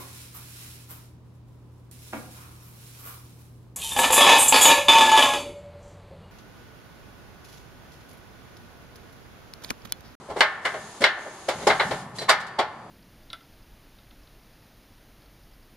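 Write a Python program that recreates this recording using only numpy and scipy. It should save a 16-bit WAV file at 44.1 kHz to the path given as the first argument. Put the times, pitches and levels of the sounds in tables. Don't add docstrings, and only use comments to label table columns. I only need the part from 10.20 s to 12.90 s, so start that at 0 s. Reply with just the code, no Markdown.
import sys
import numpy as np
from scipy import signal
from scipy.fft import rfft, irfft, next_fast_len
from scipy.io import wavfile
from scipy.ndimage import uniform_filter1d

SR = 44100
rng = np.random.default_rng(int(sys.argv[2]) if len(sys.argv) > 2 else 0)


def int16_out(signal):
    q = np.round(np.clip(np.atleast_2d(signal).T, -1, 1) * 32767)
    wavfile.write(sys.argv[1], SR, q.astype(np.int16))


N = 119070
T = np.arange(N) / SR

STRENGTH_PITCHES = [150, 520, 880, 1600, 3800, 8000]
# peak_s, rise_s, six times strength_db (one per pitch above), tone_hz, tone_db
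KNOCKS = [ (0.106, 0.036, -28.5, -28, -25.5, -39.5, -40.5, -48, 560, -34.5),
          (0.167, 0.012, -26, -20, -23, -31.5, -35, -41, 482, -25),
          (0.195, 0.062, -48, -34, -27.5, -34.5, -35.5, -36, 900, -47),
          (0.208, 0.0025, -67, -12.5, -12, -6, -13.5, -26.5, 1659, -9),
          (0.455, 0.012, -42, -23, -20, -14.5, -25, -32, 1930, -28),
          (0.543, 0.009, -68, -19.5, -26.5, -30, -36, -72, 580, -41),
          (0.809, 0.0076, -40, -20.5, -38, -32, -33, -31, 240, -26.5),
          (0.819, 0.0051, -28.5, -14, -26.5, -22, -21.5, -31, 520, -21.5),
          (0.8425, 0.0079, -63, -15.5, -15, -8.5, -11, -29, 2130, -5),
          (0.975, 0.0091, -73, -33, -36, -34, -56, -58, 700, -36.5),
          (1.069, 0.026, -42, -29.5, -38, -38, -72, -75, 596, -29.5),
          (1.288, 0.01, -37.5, -14, -17.5, -22, -21.5, -27.5, 700, -25),
          (1.43, 0.15, -40, -29, -33.5, -36.5, -36, -48, 400, -51),
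          (1.471, 0.0042, -25.5, -7, -6.5, -16.5, -15, -21.5, 454.2, -10.5),
          (1.504, 0.0085, -41, -16, -15, -12, -20.5, -35, 2109, -13),
          (1.601, 0.0077, -43, -15.5, -11.5, -14, -19.5, -45, 2150, -15),
          (1.711, 0.0057, -27, -19.5, -19, -26.5, -25.5, -38.5, 800, -42),
          (1.988, 0.0065, -50, -30, -39, -36, -37, -34, 1900, -32.5),
          (2.02, 0.027, -38, -28.5, -31.5, -33.5, -30, -36.5, 650, -35),
          (2.096, 0.018, -43, -14.5, -8.5, -7.5, -13, -17, 1065, -10.5),
          (2.205, 0.016, -54, -50, -51, -50, -34.5, -41, 1730, -29),
          (2.267, .003, -58, -48, -52, -53, -40.5, -45, 1720, -48),
          (2.392, 0.011, -30.5, -16, -10, -19, -20, -33.5, 850, -16)]
def knocks():
    return hollowed(clatter()) + gauge_notes() + contact_tones()


def knock_timing(t):
    peak_s, rise_s = np.transpose(KNOCKS)[:2, :, None]
    return np.clip(1 + (t - peak_s) / rise_s, 0, 1) ** 2, np.maximum(t - peak_s, 0)


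def strengths_db(hz):
    return np.array([np.interp(np.log(hz), np.log(STRENGTH_PITCHES), row[2:-2]) for row in KNOCKS])


# pitch_hz, level_db
CLATTER_TONE = [(30, -5.5), (150, -8), (280, -3.5), (400, -0.5), (600, 0), (900, -1), (1300, -5.5),
                (2050, -4.5), (2550, -13), (3200, -10), (4600, -10.5), (5800, -15), (8000, -13.5),
                (11500, -22.5)]
# pitch_hz, clatter_fade_s, room_fade_s, room_db
CLATTER_FADES = [(152, 0.25, 1.2, -13), (510, .16, 0.98, -23), (890, 0.18, 1.48, -17.5),
                 (1590, 0.19, 0.98, -16), (3650, 0.19, 0.7, -17.5), (8300, 0.11, .4, -24.5)]
CLATTER_DB, HOLD_S = 9.5, 0.004987
TREBLE_LAG = 0.21
def clatter():
    coarse_t = T[::20]
    swell, age = knock_timing(coarse_t)
    age = np.maximum(age - HOLD_S, 0)
    edges_hz = 28 * 2 ** (np.arange(28) / 3)
    white, out = rng.standard_normal((2, 2, N)), 0
    for k, (low, high) in enumerate(zip(edges_hz, edges_hz[1:])):
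        hz = np.sqrt(low * high)
        band_filter = signal.butter(3, [low, high], "band", fs=SR, output="sos")
        mid, side = steadied(signal.sosfilt(band_filter, white[k % 2]), hz)
        band = stereo(mid, side * from_db(at_hz(STEREO_WIDTH, hz)))
        fade_s, room_fade_s, room_db = (at_hz(CLATTER_FADES, hz, column) for column in (1, 2, 3))
        direct = from_db(-60 * age / fade_s)
        echo = from_db(room_db - 60 * age / room_fade_s)
        rise = swell ** (2 * max(hz / 1000, 1) ** TREBLE_LAG)
        power = from_db(strengths_db(hz)) ** 2 @ (rise * (direct ** 2 + echo ** 2))
        loudness = np.interp(T, coarse_t, np.sqrt(power))
        out = out + band * loudness * from_db(at_hz(CLATTER_TONE, hz) + CLATTER_DB)
    return out


def steadied(band, hz):
    window = int(SR * (0.022 + 5 / hz))
    return band * band.std() / np.sqrt(uniform_filter1d(band ** 2, window, axis=-1) + 1e-12)


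# pitch_hz, width_hz
GAPS = [(470, 38), (950, 31), (2520, 35), (5900, 73)]
def hollowed(sound):
    for hz, width_hz in GAPS:
        sound = signal.lfilter(*signal.iirnotch(hz, hz / width_hz, fs=SR), sound)
    return sound


# pitch_hz, level_db, fade_s
GAUGE_NOTES = [(419.8, -11, 0.21), (531.6, -20, 0.17), (619.2, -14, 0.24), (675, -19.5, 0.14),
               (780, -20, 0.43), (855, -16.5, 0.33), (1078, -19, 0.32), (1254, -23, 0.39),
               (1360, -21, 0.44), (1463, -20.5, 0.49), (1592, -20.5, 0.34), (1712, -25, 0.57),
               (1782, -21.5, 0.7), (1878, -26.5, 0.46), (2087, -13.5, 0.24), (2277, -20, 0.17)]
SCATTER_DB, BASS_CUT_HZ = 1, 265
def gauge_notes():
    times, out = np.transpose(KNOCKS)[0], 0
    for hz, db, fade_s in GAUGE_NOTES:
        delay_s = HOLD_S * rng.random(len(times))
        scatter_db = SCATTER_DB * rng.standard_normal(len(times))
        out = out + ring(times + delay_s, from_db(strengths_db(hz) + db + scatter_db), hz, fade_s)
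    return signal.sosfilt(signal.butter(2, BASS_CUT_HZ, "high", fs=SR, output="sos"), out)


def contact_tones(fade_s=0.021):
    hz, db = np.transpose(KNOCKS)[-2:, :, None]
    swell, age = knock_timing(T)
    loudness = swell * from_db(db - 60 * np.minimum(age / fade_s, 3))
    return (loudness * np.sin(2 * np.pi * (hz * T + rng.random(hz.shape)))).sum(axis=0)


# start_s, crack_db, low_note_hz, low_note_db, high_note_hz, high_note_db
SNAPS = [(0.2073, -15, 2972, -22, 4390, -22), (0.4525, -32, 2040, -25, 2945, -31.5),
         (0.8407, -16.5, 2966, -23, 3990, -24.5), (1.473, -32, 5179, -27, 6800, -29),
         (1.5, -28, 3700, -29, 3960, -26), (1.598, -43, 3700, -29, 4011, -27),
         (2.0944, -16, 4820, -19, 7610, -21.5), (2.0995, -32, 3720, -20.5, 4740, -20),
         (2.3894, -32, 3330, -27.5, 4620, -33)]
# pitch_hz, level_db
CRACK_TONE = [(300, -18), (1200, -1), (4500, -0.5), (6000, -11), (12000, -22)]
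# pitch_hz, level_db, fade_s
BRASS_NOTES = [(2920, -16, 0.11), (3550, -7, 0.07), (4020, -17, 0.15), (4860, -16.5, 0.12),
               (5310, -23, 0.099), (7510, -22, 0.046)]
CRACK_DB, CRACK_FADE_S, SPOT_FADE_CYCLES = 3.5, 0.012, 385
def snaps():
    times, db = np.transpose(SNAPS)[:2]
    age = T - times[:, None]
    fades = (age >= 0) * from_db(-60 * np.clip(age / CRACK_FADE_S, 0, 2))
    bursts = from_db(db + CRACK_DB) @ fades
    rings = 0
    for k, (hz, note_db, fade_s) in enumerate(BRASS_NOTES):
        gains = from_db(db + note_db + SCATTER_DB * rng.standard_normal(len(db)))
        rings = rings + (-1) ** k * ring(times, gains, hz, fade_s)
    for start_s, _, low_hz, low_db, high_hz, high_db in SNAPS:
        for hz, note_db in (low_hz, low_db), (high_hz, high_db):
            rings = rings + ring([start_s], from_db(note_db), hz, SPOT_FADE_CYCLES / hz)
    return bursts * toned_noise(CRACK_TONE) + lean_left(rings, db=2)


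# pitch_hz, level_db, fade_s
PING_NOTES = [(3995, -34, 0.27), (4100, -36.5, 0.25), (4390, -39, 0.24), (4760, -33, 0.084),
              (5749, -46, .17)]
def ping(start_s=1.986):
    return sum(ring([start_s], from_db(db), hz, fade_s) for hz, db, fade_s in PING_NOTES)


# start_s, pitch_hz, level_db, fade_s
LONG_RING = (2.1, 4665, -57.5, 3.0)
def long_ring():
    start_s, hz, db, fade_s = LONG_RING
    return ring([start_s], from_db(db), hz, fade_s)


# start_s, level_db, pitch_hz
BUMPS = [(1.655, -27.5, 189), (1.696, -31, 242), (1.72, -32.5, 129), (1.82, -36.5, 191)]
def bumps(rise_s=0.0047, fade_s=0.12):
    start_s, db, hz = np.transpose(BUMPS)[:, :, None]
    age = np.maximum(T - start_s, 0)
    loudness = np.minimum(age / rise_s, 1) * from_db(db - 60 * np.minimum(age / fade_s, 2))
    return (loudness * np.sin(2 * np.pi * hz * age)).sum(axis=0)


# time_s, level_db
HISS_LEVEL = [(0, -59), (.26, -56.5), (.41, -63), (.47, -50.5), (.8, -51.5), (.87, -53), (.95, -63),
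              (1.01, -54.5), (1.28, -51.5), (1.45, -46.5), (1.68, -45), (1.81, -49.5), (1.87, -60.5),
              (1.94, -65), (1.965, -46), (2.08, -62), (2.35, -66), (2.7, -67.5)]
# pitch_hz, level_db
HISS_TONE = [(1000, -2.5), (2600, 1), (3300, 3), (5000, 2.5), (6000, -2), (6600, 2.5), (7400, -0.5),
             (9200, -2), (10600, -4), (12000, -9.5)]
# pitch_hz, width_hz, level_db
WHISTLES = [(6440, 78, -6), (6910, 35, -11), (10500, 90, -13)]
# time_s, level_db
WHISTLE_LEVEL = [(.4, -14), (.62, -1.5), (1.3, 0.5), (1.8, -11)]
def valve_hiss():
    jet = toned_noise(HISS_TONE, wider_db=1)
    whistles = sum(whistle(*row) for row in WHISTLES)
    return level(HISS_LEVEL) * (jet + level(WHISTLE_LEVEL) * whistles)


def whistle(hz, width_hz, db):
    return from_db(db) * noise(lambda f: 1 / (1 + ((f - hz) / width_hz) ** 2))


# time_s, level_db
RUMBLE_LEVEL = [(0, -51), (.3, -71), (.62, -46), (.9, -78), (1.25, -59), (1.35, -45.5), (1.55, -42.5),
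                (1.635, -49), (1.66, -38.5), (1.8, -47), (2.0, -46), (2.3, -55), (2.7, -51.5)]
# pitch_hz, level_db
RUMBLE_TONE = [(25, -33), (50, -21), (85, -6.5), (125, 1), (160, 1.5), (215, -0.5), (290, -9), (500, -40)]
# pitch_hz, level_db
AIR_TONE = [(25, -14), (110, 0.5), (280, -1.5), (380, 5.5), (500, -0.5), (850, 3.5), (1200, -1), (1700, -9),
            (3000, -17.5), (6000, -31), (12000, -50)]
def background(air_db=-47.5):
    rumble = level(RUMBLE_LEVEL) * toned_noise(RUMBLE_TONE)
    return rumble + from_db(air_db) * toned_noise(AIR_TONE)


# pitch_hz, side_db
STEREO_WIDTH = [(50, -16), (150, -23), (300, -19), (700, -14), (1400, -9), (2800, -3.5), (5600, -1.5),
                (10000, 0)]
def noise(gain_at, wider_db=0):
    size = next_fast_len(N)
    hz = np.arange(size // 2 + 1) * SR / size
    mid, side = rfft(rng.standard_normal((2, size))) * gain_at(hz)
    side = side * from_db(at_hz(STEREO_WIDTH, hz) + wider_db)
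    mid, side = irfft(mid, size)[:N], irfft(side, size)[:N]
    return stereo(mid, side) / mid.std()


def toned_noise(tone, wider_db=0):
    return noise(lambda hz: from_db(at_hz(tone, hz)), wider_db)


def ring(times, gains, hz, fade_s):
    clicks = np.zeros(N, complex)
    clicks[(np.asarray(times) * SR).astype(int)] = gains
    step = from_db(-60 / (fade_s * SR)) * np.exp(2j * np.pi * hz / SR)
    wave = signal.lfilter([1], [1, -step], clicks + 1e-18)
    return stereo(wave.imag, wave.real * from_db(at_hz(STEREO_WIDTH, hz)) * rng.choice([-1, 1]))


def from_db(db):
    return 10 ** (np.asarray(db) / 20)


def at_hz(rows, hz, column=1):
    table = np.array(rows)
    return np.interp(np.log(hz + 1e-9), np.log(table[:, 0]), table[:, column])


def level(rows):
    return from_db(np.interp(T, *np.transpose(rows)))


def stereo(mid, side):
    return np.array([mid + side, mid - side])


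def lean_left(sound, db):
    return sound * from_db([[db / 2], [-db / 2]])


def scene():
    handling = knocks() + ping() + snaps() + long_ring() + bumps()
    return lean_left(handling + valve_hiss() + background(), db=0.5)


CLIP_LEVEL, TREBLE_CUT_HZ = 0.88, 11950
def record(dry):
    treble_cut = signal.ellip(12, .1, 110, TREBLE_CUT_HZ, fs=SR, output="sos")
    return signal.sosfilt(treble_cut, np.clip(dry, -CLIP_LEVEL, CLIP_LEVEL))


dry = scene()
out = record(dry)
int16_out(out)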